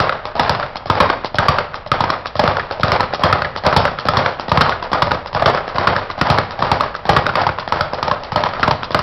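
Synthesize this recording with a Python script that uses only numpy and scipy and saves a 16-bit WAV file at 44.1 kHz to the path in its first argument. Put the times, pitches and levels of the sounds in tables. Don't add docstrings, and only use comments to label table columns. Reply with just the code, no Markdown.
import sys
import numpy as np
from scipy import signal
from scipy.fft import rfft, irfft, next_fast_len
from scipy.io import wavfile

SR = 44100
rng = np.random.default_rng(int(sys.argv[2]) if len(sys.argv) > 2 else 0)


def invert_db(x):
    u = np.asarray(x, float) / 20
    return 10 ** u


def to_wav(sig):
    pcm = np.clip(np.atleast_2d(sig), -1, 1) * 32767
    pcm = np.round(pcm).astype(np.int16)
    wavfile.write(sys.argv[1], SR, pcm.T)


N = 397782


def evened(x):
    return x / np.sqrt(np.mean(x ** 2) + 1e-20)


def peaked(x):
    return x / abs(x).max()


def read(points, hz):
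    f, value = np.transpose(points)
    return np.interp(np.log(hz + 1), np.log(f + 1), value)


def coloured(x, points):
    size = next_fast_len(len(x))
    gain = invert_db(read(points, np.fft.rfftfreq(size, 1 / SR)))
    return irfft(rfft(x, size) * gain, size)[:len(x)]


def low_cut(x, order=4):
    return signal.sosfilt(signal.butter(order, 66, "high", fs=SR, output="sos"), x)


def add(mix, s, sound):
    part = mix[max(round(s * SR), 0):][:len(sound)]
    part += sound[:len(part)]


def ring(modes, seconds, spread, scatter_db):
    hz, db, t60 = np.transpose(modes)[:, :, None]
    pitch_luck, level_luck = rng.standard_normal((2, len(modes), 1))
    t = np.arange(round(seconds * SR)) / SR
    decay = invert_db(db + scatter_db * level_luck - 60 * t / t60)
    return (decay * np.sin(2 * np.pi * hz * (1 + spread * pitch_luck) * t)).sum(0)


# (time [s], slap level [dB], mount shake over slap [dB], contact [ms])
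SECOND_REBOUNDS = [(.001, 2.5, -10, 4.2), (.494, 5, -17, 7.2), (1.002, 9.5, -16, 6.8),
                   (1.483, 6.5, -15, 10), (2.005, 0, -11.5, 6.8), (2.476, 2, -11.5, 3.1),
                   (2.918, 4, -12.5, 3), (3.326, 5.5, -17, 5.1), (3.763, 8.5, -17.5, 7.4),
                   (4.169, 3, -9.5, 5.9), (4.608, 5.5, -11.5, 8.1), (5.02, 4, -18.5, 7.4),
                   (5.458, 4.5, -8.5, 4.8), (5.871, 6, -13.5, 6.5), (6.3, 6.5, -14, 3.4),
                   (6.715, 4, -12.5, 7.8), (7.164, 4, -16, 8), (7.466, -2, -16, 6.5),
                   (7.808, 0.5, -18, 3.8), (8.112, -1, -15.5, 5.7), (8.436, -2, -9.5, 3.1),
                   (8.709, 1, -17, 8.8)]
# (time [s], slap level [dB], mount shake over slap [dB])
THIRD_REBOUNDS = [(.093, -2.5, -15), (.597, -9, -7.5), (1.099, .5, -15), (1.584, -2.5, -13),
                  (2.101, 0.5, -16), (2.568, -5.5, -11), (3.005, 4, -18), (3.419, -6.5, -14),
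                  (3.852, -0.5, -17), (4.26, 0.5, -15.5), (4.693, -0.5, -13.5), (5.116, 3, -20.5),
                  (5.547, -1.5, -12), (5.963, 0.5, -13.5), (6.384, 4, -22), (6.807, 2, -15.5),
                  (7.265, -1, -17), (8.535, -12.5, -3.5)]
# (time [s], slap level [dB], mount shake over slap [dB])
SLUMPS = [(.123, -10.5, -13), (.627, -10, -11), (1.127, -21, -6), (1.617, -23, -19), (2.135, -11.5, -16),
          (2.595, -10.5, -12.5), (3.029, -10, -11.5), (3.446, -10.5, -8), (3.877, -9.5, -12),
          (4.721, -9, -15), (5.145, -10, -14), (5.573, -10.5, -26), (6.413, -14, -7), (6.834, -12, -13),
          (7.291, -7, -14.5), (7.435, -13, -25), (7.49, -7.5, -16), (7.625, -19, -17), (8.565, -16.5, -2),
          (8.654, -14.5, -16)]
# (time [s], slap level [dB], mount shake over slap [dB])
LAST_REBOUNDS = [(.253, -12, -8), (.756, -12.5, -11), (1.245, -6.5, -24.5), (1.742, -11, -12),
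                 (2.257, -10.5, -16), (2.71, -8.5, -10.5), (3.135, -3.5, -22.5), (3.561, -9, -15),
                 (3.986, -10, -8.5), (4.396, -10, -10.5), (4.825, -13.5, -3.5), (5.259, -13.5, -13),
                 (5.678, -9, -11), (6.1, -10.5, -12.5), (6.507, -15, -4.5), (6.95, -9.5, -14),
                 (7.585, -7.5, -14), (7.933, -7.5, -12), (8.234, -16.5, -5), (8.831, -7.5, -19)]
# (time [s], slap level [dB], mount shake over slap [dB])
PUNCHES = [(0.353, -13, -3.5), (.857, -14, -10), (1.344, -9, -15), (1.862, -17, -29), (2.354, -11, -13),
           (2.797, -10.5, -10), (3.194, -13, -2), (3.636, -11, -4.5), (4.053, -9.5, -10),
           (4.482, -11, -14.5), (4.916, -10, -12.5), (5.329, -15, -12.5), (5.746, -14.5, 1.5),
           (6.178, -14, -6.5), (6.59, -11.5, -13), (7.053, -10, -9), (7.337, -17, -23), (7.676, -10, -13.5),
           (7.966, -22.5, 1), (8.319, -9.5, -12), (8.595, -10.5, -19), (8.906, -10.5, -12.5)]
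# (time [s], slap level [dB], mount shake over slap [dB])
CATCHES = [(0.379, -23, 6), (0.431, -8.5, -1), (0.548, -7.5, -18), (0.952, -10, -3.5), (1.433, -15.5, 4),
           (1.988, -15, -12), (2.038, -5.5, -12), (2.438, -0.5, -8.5), (2.881, -6.5, -4),
           (3.651, -15, 11.5), (3.726, -4, -8.5), (4.069, -12.5, -18.5), (4.135, -6, -6.5),
           (4.573, 3, -14.5), (5.07, -11, -6), (5.395, -12, -1), (5.422, -1.5, -30), (6.268, -8, -4),
           (6.341, -11, -16), (6.605, -13, -2), (7.132, -6.5, -4.5), (7.415, -7, -13.5), (7.758, -11.5, 0),
           (8.079, -5, -18), (8.487, -13.5, -32), (8.677, 1, -22), (8.99, -5, -14)]
# (time [s], slap level [dB], mount shake over slap [dB], contact [ms])
FIRST_REBOUNDS = [(.395, 4, -18, 6.7), (.899, 5.5, -16.5, 4.5), (1.384, 3, -10.5, 4.5),
                  (1.916, 2.5, -14, 3.3), (2.393, 4, -15, 7.9), (2.832, 4, -12.5, 3.4),
                  (3.235, 5.5, -10.5, 5.2), (3.664, 2, -18, 3.5), (4.085, 3.5, -20.5, 5.6),
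                  (4.516, 3.5, -14, 4.8), (4.93, -2, -6.5, 11), (5.348, -6, -5.5, 3.4), (5.782, 0, -7, 4.5),
                  (6.212, 6.5, -16.5, 3.4), (6.623, 2, -12, 4.1), (7.091, 9, -20.5, 6.1),
                  (7.354, -1.5, -5, 4.1), (7.722, 1, -15.5, 4.1), (8.027, -2.5, -9.5, 5.3),
                  (8.359, 3.5, -13.5, 2.6), (8.629, -0.5, -13, 10.7), (8.945, 2.5, -16, 7.1)]
# (thump over slap [dB], leather crack over slap [dB], contact [ms], air gap [Hz])
KINDS = [
    (-15.5, -22.5, 5, 720),
    (-18.5, -16.5, 6.44, 1050),
    (-18, -15, 6.9, 1050),
    (-29.5, -18, 3.7, 1050),
    (-31, -17.5, 3.7, 997),
    (-17.5, -20, 6.1, 800),
    (-19, -32.5, 11.4, 1250),
]
# (time [s], thump level [dB])
WEIGHT = [(0, -0.5), (1, -2.5), (1.8, -1.5), (2.4, 0.5), (3, 3), (4.3, 1), (5.5, 3), (6.4, 0.5), (7.2, 1.5),
          (7.6, -2), (9, 0.5)]
CLACK = (-25, -4, 17, 1000)
BRUSH = (-35, -28.5, 11, 1100.5)


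def contacts():
    tables = (PUNCHES, FIRST_REBOUNDS, SECOND_REBOUNDS, THIRD_REBOUNDS, LAST_REBOUNDS, CATCHES, SLUMPS)
    rows = []
    for table, (thump, crack, usual_ms, gap) in zip(tables, KINDS):
        for s, slap, shake, *own_ms in table:
            ms = own_ms[0] if own_ms else usual_ms
            rows.append((s, slap, thump, crack, ms, gap, shake))
    for table, clack_db in ((LAST_REBOUNDS, -14), (PUNCHES, -15)):
        for s, slap, shake in table:
            rows.append((s + 0.010, slap + clack_db, *CLACK, shake))
    for s, slap, shake in LAST_REBOUNDS + THIRD_REBOUNDS:
        rows.append((s - 0.0081, slap - 14, *BRUSH, shake))
    rows = np.array(rows)
    rows[:, 2] += np.interp(rows[:, 0], *np.transpose(WEIGHT))
    return rows


# (frequency [Hz], level [dB])
BOARD = [(250, -26.5), (400, -66.5), (600, -10), (850, -12.5), (1100, 19), (1300, -3), (1700, 16.5),
         (2700, -21.5), (3300, 7.5), (5600, -16.5)]
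# (frequency [Hz], t60 [s])
BOARD_RING = [(250, .04), (600, .035), (1300, .022), (3000, .012), (5600, .008)]


def board_modes(count=90):
    place = (np.arange(count) + rng.random(count)) / count
    hz = 260 * (5600 / 260) ** place
    return np.c_[hz, read(BOARD, hz) + 5 * np.log10(hz / 1000), read(BOARD_RING, hz)]


# (frequency [Hz], level [dB], t60 [s])
FRAME = [(80, 1, 0.1), (98, -3.5, 0.12), (122, 2, 0.06), (141, 2, 0.1), (166, 4.5, 0.08), (215, -5, 0.04)]
# (frequency [Hz], level [dB], t60 [s])
BAG_AIR = [(599.7, -3, 0.083), (567.4, -9, 0.13), (1255.5, -2.5, 0.071)]


def contact(board_ring, slap_db, thump_db, crack_db, ms, gap_hz=950):
    t = np.arange(3000) / SR
    u = t / (max(ms, .5) / 1000)
    first_touch = 1.1
    pressure = (1 - np.exp(-t / .0003)) * np.exp(-u ** 2)
    pressure *= (1 + first_touch * np.exp(-t / .0015)) / (1 + first_touch / 2)
    gap_noise, leather_noise = rng.standard_normal((2, len(t)))

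    wandering_t = t + 0.00058 * np.cumsum(gap_noise) / 30
    squeeze = pressure * np.sin(2 * np.pi * gap_hz * rng.uniform(0.78, 1.4) * wandering_t)
    blow = gap_noise[:900] * pressure[:900]

    push = signal.windows.hann(round(0.0032 * SR))
    thump = -peaked(signal.fftconvolve(push, ring(FRAME, .2, .02, 2)))

    creak = 0.12 * np.exp(-t / 0.0071) + 0.055 * np.cos(np.pi / 2 * t / t[-1]) ** 2
    leather = signal.lfilter(*signal.butter(2, (2700, 6300), "band", fs=SR), leather_noise)
    crack = leather * (pressure * np.exp(-.4 * u) + creak)

    smack = (1 - t / 0.000094) * np.exp(-t / 0.00011)

    slap = np.zeros(round(.25 * SR))
    add(slap, 0, peaked(signal.fftconvolve(blow, board_ring)))
    add(slap, 0, invert_db(-5.5) * peaked(signal.fftconvolve(blow, ring(BAG_AIR, 0.23, 0.02, 5.0))))
    add(slap, 0, invert_db(6.0) * squeeze)
    add(slap, 0, invert_db(thump_db + 19) * smack)
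    out = peaked(slap)
    add(out, .0025, invert_db(thump_db + 6.5) * thump)
    add(out, .0004, invert_db(crack_db + 8) * peaked(crack))
    return invert_db(slap_db + 1.5) * out


def bag(count=40):
    spots = [ring(board_modes(), .06, .001, 5.3) for _ in range(count)]
    out, rows = np.zeros(N), contacts()
    delay_s = .0007
    luck = rng.standard_normal((len(rows), 3))
    for k, (s, slap_db, thump_db, crack_db, ms, gap_hz, _) in enumerate(rows):
        thump_db += 2.5 * luck[k, 0]
        crack_db += 2.5 * luck[k, 1]
        ms *= np.exp(0.25 * luck[k, 2])
        add(out, s + delay_s, contact(spots[k % count], slap_db, thump_db, crack_db, ms, gap_hz))
    return out


# (frequency [Hz], level per Hz [dB])
RATTLE = [(150, -22), (250, -9.5), (285, -13.5), (447, -4), (575, 0.5), (656, 1), (1270, -2.5), (1370, -5),
          (2730, -18.5), (4640, -22.5), (5360, -26), (5880, -23), (7640, -40), (12900, -120)]


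def mount():
    s, slap_db, thump_db, _, _, _, shake_db = contacts().T
    kicks = np.zeros((2, N))
    kicks[:, (s * SR).astype(int)] = invert_db([slap_db + shake_db, slap_db + thump_db])
    kicks[:, 0] = invert_db([-17, -40])
    t = np.arange(SR // 2) / SR
    build = 1 - np.exp(-(t / .012) ** 2)
    settle = [build * invert_db(-4.0 - 60 * t / 0.43), build * invert_db(-3.5 - 60 * t / 0.46)]
    energy = signal.fftconvolve(kicks ** 2, np.square(settle), axes=1)[:, :N]
    shake, sway = np.sqrt(abs(energy))

    knock_db = 2.2 * np.minimum(rng.exponential(1, N), 3)
    knocks = invert_db(knock_db) * (rng.random(N) < 1400 / SR)
    chatter = signal.oaconvolve(knocks, np.exp(-t[:800] / 0.0035))[:N] * rng.standard_normal(N)
    rumble = signal.oaconvolve(rng.standard_normal(N), ring(FRAME, .2, .001, .1))[:N]
    return shake * evened(coloured(chatter, RATTLE)) + invert_db(-5.5) * sway * evened(rumble)


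# (frequency [Hz], t60 [s])
GARAGE = [(100, 0.69), (400, 0.63), (1000, 0.35), (2500, 0.58), (5500, 0.35)]


def garage(x):
    taps = np.zeros((3, SR // 2))
    slots = np.arange(260, SR // 2 - 20, 20)
    at = slots + rng.integers(0, 20, (3, (SR // 2 - 261) // 20))
    np.put_along_axis(taps, at, rng.choice([-1., 1.], at.shape), 1)
    hz, t, z = signal.stft(taps, SR, nperseg=256)
    decay = invert_db(-60 * t / read(GARAGE, hz)[:, None])
    tails = signal.istft(z * decay, SR, nperseg=256)[1]
    turn = 2 * np.pi * (3.7 * np.arange(N) / SR + np.arange(3)[:, None] / 3)
    share = np.sqrt((1 + np.cos(turn)) / 3)
    return signal.fftconvolve(x * share, tails / np.linalg.norm(tails[0]), axes=1)[:, :N].sum(0)


def scene():
    near = low_cut(bag() + mount())
    return (near + invert_db(-12.5) * garage(near))[None]


# (frequency [Hz], level per Hz [dB])
AIR = [(10, 2.5), (22, 19.5), (36, 11.5), (100, 11.5), (340, -9.5), (1000, 3), (2800, -12), (6000, -45.5)]


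def still_air():
    return invert_db(-38.5) * evened(coloured(rng.standard_normal(N), AIR))


def low_pass(x):
    return signal.sosfilt(signal.butter(12, 15900, fs=SR, output="sos"), x)


def record(dry):
    mic_limit, ceiling = 0.64, .7
    overloaded = low_cut(np.clip(dry, -mic_limit, mic_limit), order=2) + still_air()
    band = signal.firwin(145, 5543, window=("kaiser", 9), fs=SR)
    narrow = signal.oaconvolve(overloaded, band[None], "same")
    mix = np.clip(narrow, -ceiling, ceiling)
    return low_pass(mix)


dry = scene()
out = record(dry)
to_wav(out)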